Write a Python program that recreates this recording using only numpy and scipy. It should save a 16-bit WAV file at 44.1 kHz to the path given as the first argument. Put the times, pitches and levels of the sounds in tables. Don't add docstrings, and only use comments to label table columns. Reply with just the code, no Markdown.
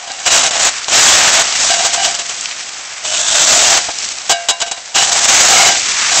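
import sys
import numpy as np
from scipy import signal
from scipy.fft import rfft, irfft
from scipy.io import wavfile
from scipy.ndimage import map_coordinates

SR = 44100
rng = np.random.default_rng(int(sys.argv[2]) if len(sys.argv) > 2 else 0)


def persist_wave(psi):
    counts = np.round(np.clip(psi, -1, 1) * 32767).astype(np.int16)
    wavfile.write(sys.argv[1], SR, np.atleast_2d(counts).T)


N = 273420

# (pitch [Hz], struck flat [dB], struck on the corner [dB], free t60 [s])
BLADE_MODES = [(523, -23.5, -28, 1), (688.7, 0, -8, 0.71), (734, -5, -25, 0.31), (782, -1.5, -2, 0.32),
               (946, -11.5, -14, 0.05), (1016, -41, -2.5, 0.51), (1563, -6, -7.5, 0.6),
               (1615, -7, -13, 0.55), (1895, -16, -15, 0.46), (2010, -25, -39, .25), (2250, -8, -12, 0.49),
               (2356, -9.5, -26, 0.15), (2800, -7.5, -5.5, 0.64), (2940, 1.5, 7, 0.18),
               (3110, -16, -14, 0.095), (3260, -9.5, 8, 0.13), (3390, -12, -2, .15), (3810, -3, 5, 0.26),
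               (3920, 0.5, 8, 0.26), (4810, 3, 2, 0.17), (5030, -10, 2, .14), (5800, -19, -11, .2),
               (6500, -12, -16, .2)]


def scrape(judder_db, stutter_db):
    # (frequency [Hz], level [dB])
    grit_spectrum = [(30, -2.5), (150, -15), (480, -18), (640, -7.5), (1100, -9.5), (2100, -14),
                     (3000, -6.5), (3800, -3.5), (4600, -5), (5800, -0.5), (7000, 1.5), (8000, 2)]
    # (frequency [Hz], level [dB])
    crunch_spectrum = [(30, -16), (150, -18.5), (480, -9.5), (640, -1), (1000, -3.5), (1400, -1),
                       (2200, -1.5), (3200, -3.5), (6000, -9)]
    grinding, breaking, shaking = pushing()
    judder = rms_one(from_db(judder_db * drift(76) + stutter_db * drift(30)))
    grit = from_db(0.23) * colour(grains(per_s=22000, spread_db=2.0), grit_spectrum)
    edge = grit + squeals(fade_s=0.012)
    crunch = colour(grains(per_s=5000, spread_db=2.5), crunch_spectrum)
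    return judder * (grinding * edge + breaking * crunch + shaking * drone(tilt_db_per_octave=-3.0))


def pushing(bite_s=0.027, let_go_t60_s=0.11, drone_t60_s=0.31, drone_follows=0.32):
    # (start [s], end [s], grit at first [dB], grit at last [dB], crunch [dB re grit], drone [dB])
    pushes = [(0, 0.253, -38, -24, -8.5, -34), (0.246, 0.275, -18, -6.5, -3.5, -17),
              (0.297, 0.483, -3.5, -13.5, -4.5, -20), (0.509, 0.57, -18, -16.5, -1.5, -26.5),
              (0.572, .68, -13, -7.5, -4.5, -28), (0.874, 0.933, -16, -16, -6, -28),
              (.912, 1.153, -6, -4.5, -3.5, -28), (1.153, 1.418, -10.5, -10.5, -0.5, -23.5),
              (1.428, 1.571, -22, -27, 1.5, -31), (1.58, 1.718, -12.5, -11, -9, -37),
              (1.708, 1.83, -18, -19, -13, -22), (1.954, 2.11, -25, -18, -8, -24),
              (1.832, 1.851, -1, -3.5, -10, -23), (1.924, 1.948, -3.5, -10.5, -6, -20),
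              (2.023, 2.049, -8, -5, -8.5, -20), (3.026, 3.332, -20, -12, -14.5, -30),
              (3.325, 3.548, -10.5, -5, -9, -20), (3.541, 3.712, -6.5, -5.5, -8.5, -15),
              (3.702, 3.78, -11, -9, -1.5, -21), (4.941, 5.1, -6, -13, -6.5, -19),
              (5.106, 5.187, -10.5, -8, -5, -26), (5.198, 5.257, -11, -7.5, -5, -25),
              (5.269, 5.51, -4.5, -8.5, -3.5, -20), (5.49, 5.696, -6, -8.5, -4.5, -12),
              (6.1, 6.202, -12.5, -6.5, -12, -17)]
    t, power = np.arange(N) / SR, np.zeros((3, N))
    for start, end, first_db, last_db, crunch_db, drone_db in pushes:
        at = slice(round(start * SR), round(end * SR) + SR // 2)
        bite = np.clip((t[at] - start) / bite_s, 0, 1)
        after = np.maximum(t[at] - end, 0)
        grit_db = np.interp(t[at], [start, end], [first_db, last_db])
        grit = bite * from_db(grit_db) * decay(after, let_go_t60_s)
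        swell_db = drone_follows * (grit_db - (first_db + last_db) / 2)
        shaking = bite * from_db(drone_db + swell_db) * decay(after, drone_t60_s)
        power[:, at] += np.square([grit, grit * from_db(crunch_db), shaking])
    return np.sqrt(power)


def squeals(fade_s):
    # (start [s], end [s], pitch [Hz], width [Hz], level [dB])
    bites = [(0, 0.62, 2840, 250, -13), (.3, .5, 3800, 400, -16), (1.067, 1.154, 3400, 150, -8),
             (1.9, 2.204, 3060, 300, -13), (3.08, 3.414, 1610, 200, -17), (3.03, 3.193, 2995, 299.7, -9),
             (3.1, 3.459, 3500, 350, -9.5), (3.1, 3.682, 7350, 400, -12), (3.398, 3.808, 5997, 400.2, -15),
             (4.92, 5.051, 2930, 280, -6), (5.2, 5.602, 6500, 900.7, -9), (5.5, 5.677, 1329, 110, -9),
             (5.55, 5.722, 2164, 110, -7)]
    t, out = np.arange(N) / SR, np.zeros(N)
    slips = grains(per_s=8900, spread_db=4.5)
    for start, end, hz, width_hz, db in bites:
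        window = np.clip(np.minimum(t - start, end - t) / fade_s, 0, 1)
        resonance = signal.iirpeak(hz, hz / width_hz, fs=SR)
        out += from_db(db) * window * rms_one(signal.lfilter(*resonance, slips))
    return out


def drone(tilt_db_per_octave, pressed_t60_s=0.077, lifted_t60_s=0.23):
    # (time [s], pitch [ratio], lift off the ground [0-1])
    load = [(0, 1.04, 1), (.7, 0.96, 0), (1.0, 1.03, 0.33), (1.45, 0.95, 0.07), (1.7, 0.98, 1),
            (2.2, 1.01, 0.8), (3.0, 0.9, 0.6), (3.55, .91, 0.6), (3.8, 1.033, 0.1), (5.6, 1.008, 0.17),
            (6.2, 1.03, 0.7)]
    pitch_ratio, lift = in_time(load)
    catches = grains(per_s=2500, spread_db=2.5)
    pivot_hz = BLADE_MODES[1][0]
    pressed, lifted = np.zeros((2, N))
    for hz, flat_db, _, _ in BLADE_MODES:
        gain = from_db(flat_db + tilt_db_per_octave * np.log2(hz / pivot_hz))
        shaking = gain * catches * rng.standard_normal(N)
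        pressed += ring(shaking, hz, pressed_t60_s)
        lifted += ring(shaking, hz, lifted_t60_s)
    blade = (1 - lift) * rms_one(pressed) + lift * rms_one(lifted)
    return rms_one(map_coordinates(blade, [np.cumsum(pitch_ratio)], order=3, mode="mirror"))


def blows(crush_t60_s):
    # (time [s], crunch [dB], contact [s], treble limit [Hz], ring [dB],
    # struck on the corner [0-1], freedom to ring [0-1])
    hits = [(0.075, -23, 0.0062, 5000, -34, 0.14, 0.7), (0.101, -30, 0.0068, 4000, -22.5, 0, 0.19),
            (0.508, -10.5, 0.0038, 9000, -34, 0.9, .3), (0.882, -10.5, 0.0016, 7000, -24, 0, 0.15),
            (0.921, -8, 0.0073, 9000, -35, 0.1, 0), (1.70, -25, 0.0094, 4000, -14, 0.02, 0.55),
            (1.846, -9, 0.012, 1800, -21, 0, 1), (1.975, -35, 0.007, 2000, -20, 0, 0.86),
            (2.142, -15.5, 0.011, 8900, -43, 0.16, .6), (2.189, -16, .010, 9000, -29, 0.25, 0.82),
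            (2.294, -17.5, 0.0068, 9000, -35, 0.6, 0.2), (3.051, -16, 0.0067, 9000, -41, 0.27, 0.3),
            (3.762, -12, .010, 3000, -29, .3, 0.29), (3.885, -7, 0.006, 1100, -19, 0.25, 0.24),
            (4.295, -3, 0.024, 12100, -13.5, 0, 0.8), (4.486, -5.5, 0.018, 12000, -15.5, 0.93, 0.56),
            (4.602, -15, 0.0053, 12100, -29, 0.5, 0.6), (4.615, -9.5, 0.0097, 6900, -19.5, 0.14, 0.39),
            (4.663, -22, 0.019, 9000, -33, .6, 0.8), (4.713, -13, 0.0057, 12000, -30, 0.9, 0.74),
            (4.775, -27, 0.0097, 6000, -29, 0, 0.06), (4.954, -10, 0.014, 12000, -25, 0.7, 0.8)]
    # (frequency [Hz], level [dB])
    crush_spectrum = [(30, 4), (150, -18), (400, -8), (750, 1), (1300, -4), (2200, -5.5), (3200, 2),
                      (4800, -4), (7000, 3.5), (8000, 5)]
    t, out = np.arange(SR) / SR, np.zeros(N + SR)
    ring_samples = SR * 2 // 3
    hz, flat_db, corner_db, t60 = np.transpose(BLADE_MODES)[:, :, None]
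    crush = colour(grains(per_s=12000, spread_db=2.0), crush_spectrum)
    for start, crunch_db, contact_s, top_hz, ring_db, corner, freedom in hits:
        at = round(start * SR)
        bearing = from_db(crunch_db) * decay(np.maximum(t - contact_s, 0), crush_t60_s)
        dull = signal.butter(2, top_hz, fs=SR, output="sos")
        out[at:at + SR] += signal.sosfilt(dull, bearing * crush[at:at + SR])
        mode_db = ring_db + flat_db + corner * (corner_db - flat_db) + rng.normal(0, 0.43, hz.shape)
        strength = from_db(mode_db) / np.hypot(1, hz / top_hz)
        since = np.maximum(t[:ring_samples] - contact_s * rng.random(hz.shape), 0)
        dying = decay(since, t60 * max(freedom, 0.05))
        out[at:at + ring_samples] += np.sum(strength * dying * np.sin(2 * np.pi * hz * since), axis=0)
    return out[:N]


def skitter(flutter_db, clink_db):
    # (frequency [Hz], level [dB])
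    hiss_spectrum = [(30, -4), (150, -15.5), (500, -15.5), (680, -23.5), (1400, -19), (2400, -6),
                     (4200, -4), (5000, -2.5), (6000, -0.5), (7100, -1.5), (8000, 0)]
    # (frequency [Hz], level [dB])
    rattle_spectrum = [(30, -30), (150, -15.5), (500, -23.5), (680, -5.5), (1300, 4), (2300, 4), (3500, -3),
                       (6000, -6.5)]
    # (time [s], level [dB re hiss])
    bulk = [(0, -0.5), (.8, -4), (1.5, -9), (1.9, -6), (2.3, -8), (2.9, -4), (3.3, -0.5), (4.0, -10.5),
            (4.3, -6.5), (4.9, -6), (5.8, -10.5), (6.0, -2.5), (6.2, -4.5)]
    bulk_db, = in_time(bulk)
    hiss = colour(grains(per_s=20000, spread_db=3.0), hiss_spectrum)
    rattle = from_db(bulk_db) * colour(grains(per_s=7000, spread_db=3.0), rattle_spectrum)
    clink = from_db(clink_db) * clinks(per_s=1800, spread_db=3.0, cycles=22)
    return sliding() * from_db(-4.0 + flutter_db * drift(45)) * (hiss + rattle + clink)


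def sliding(settling_db=-27.5):
    # (peak time [s], level [dB], time to gather [s], fade [dB/s])
    spills = [(.72, -18, 0.042, 32), (1.1, -10, 0.26, 10), (1.56, -13, 0.073, 16), (2.44, -22, 0.12, 25),
              (3.72, -11.5, 0.22, 36), (4.044, -15.5, 0.11, 77), (4.24, -23.5, 0.11, 22.5),
              (5.62, -7.5, 0.33, 18.5), (6.0, -13, 0.26, 2)]
    t = np.arange(N) / SR
    power = np.full(N, from_db(settling_db) ** 2)
    for peak_s, db, gather_s, fade_db_per_s in spills:
        gathering = np.clip(1 + (t - peak_s) / gather_s, 0, 1)
        slowing = from_db(db - fade_db_per_s * np.maximum(t - peak_s, 0))
        power += (gathering * slowing) ** 2
    return np.sqrt(power)


def clinks(per_s, spread_db, cycles, sizes=36):
    clicks = grains(per_s, spread_db)
    size = rng.integers(0, sizes, N)
    pitches = np.linspace(1900, 8000, sizes) + rng.uniform(-80, 80, sizes)
    return rms_one(sum(ring(clicks * (size == k), hz, cycles / hz) for k, hz in enumerate(pitches)))


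def ticks(snap_t60_s, half_width_octaves, samples=2000):
    # (time [s], peak level [dB], pitch [Hz])
    snaps = [(.118, -6, 6500), (.191, -13.5, 3020), (.545, -9, 3500), (.578, -6, 7000), (.694, -6, 7000),
             (.784, -7, 5000), (.844, -8, 4270), (1.524, -4.5, 4020), (2.15, -1, 7000), (2.265, -7, 6500),
             (2.41, -6, 7260), (2.457, -6, 3320), (2.512, -12, 2600), (2.732, -20, 5800), (3.104, -8, 6500),
             (3.916, -9, 5800), (3.986, -3.5, 6000), (4.051, -5, 7000), (4.088, -5, 6500),
             (4.185, -10, 4800), (4.218, -11, 6500), (4.858, -20, 6500)]
    t, out = np.arange(samples) / SR, np.zeros(N + samples)
    for start, db, hz in snaps:
        at = round(start * SR)
        edges_hz = np.clip([hz / 2 ** half_width_octaves, hz * 2 ** half_width_octaves], 100, 8600)
        burst = rng.standard_normal(samples) * decay(t, snap_t60_s)
        snap = signal.sosfilt(signal.butter(2, edges_hz, "band", fs=SR, output="sos"), burst)
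        out[at:at + samples] += from_db(db) * snap / np.abs(snap).max()
    return out[:N]


def outdoor_air(level_db):
    # (frequency [Hz], level [dB])
    air_spectrum = [(20, -8.5), (60, -15), (200, -29.5), (700, 8), (3000, -27)]
    return from_db(level_db) * colour(rng.standard_normal(N), air_spectrum)


def grains(per_s, spread_db):
    sizes = from_db(spread_db * np.minimum(rng.exponential(1, N), 5))
    return (rng.random(N) < per_s / SR) * sizes * rng.choice([-1, 1], N)


def ring(x, hz, t60):
    r, w = decay(1 / SR, t60), 2 * np.pi * hz / SR
    return signal.lfilter([0, np.sin(w)], [1, -2 * r * np.cos(w), r * r], x + 1e-18)


def colour(x, spectrum, top_hz=8700):
    hz = np.maximum(np.arange(N // 2 + 1) * SR / N, 1)
    points_hz, points_db = np.transpose(spectrum)
    gain = from_db(np.interp(np.log(hz), np.log(points_hz), points_db))
    return rms_one(irfft(rfft(x) * gain / np.sqrt(1 + (hz / top_hz) ** 24), N))


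def drift(rate_hz, step=20):
    r = np.exp(-2 * np.pi * rate_hz * step / SR)
    slow = signal.lfilter([1], [1, -2 * r, r * r], rng.standard_normal(N // step + 2002))[2000:]
    return np.interp(np.arange(N) / step, np.arange(len(slow)), rms_one(slow))


def in_time(rows):
    times, *columns = np.transpose(rows)
    return [np.interp(np.arange(N) / SR, times, column) for column in columns]


def decay(t, t60):
    return from_db(-60 * t / t60)


def from_db(db):
    return 10 ** (np.asarray(db) / 20)


def rms_one(x):
    return x / np.sqrt(np.mean(x ** 2) + 1e-20)


def scene():
    shovel = scrape(judder_db=2.06, stutter_db=0.53) + blows(crush_t60_s=0.068)
    ice = skitter(flutter_db=1.26, clink_db=-10) + ticks(snap_t60_s=0.015, half_width_octaves=0.61)
    return (shovel + ice + outdoor_air(level_db=-41))[None]


def record(dry):
    overload, knee = 0.75, 16
    low_cut_hz, band_top_hz, output_top_hz = 157, 8100, 15800
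    clipped = np.clip(dry, -overload, overload)
    band = signal.firwin(95, band_top_hz, window=("kaiser", 7), fs=SR)[None]
    narrow = signal.fftconvolve(clipped, band, mode="same")
    thin = signal.sosfilt(signal.butter(1, low_cut_hz, "high", fs=SR, output="sos"), narrow)
    rounded = thin / (1 + np.abs(thin / overload) ** knee) ** (1 / knee)
    top = signal.firwin(255, output_top_hz, window=("kaiser", 9), fs=SR)[None]
    return signal.fftconvolve(rounded, top, mode="same")


dry = scene()
out = record(dry)
persist_wave(out)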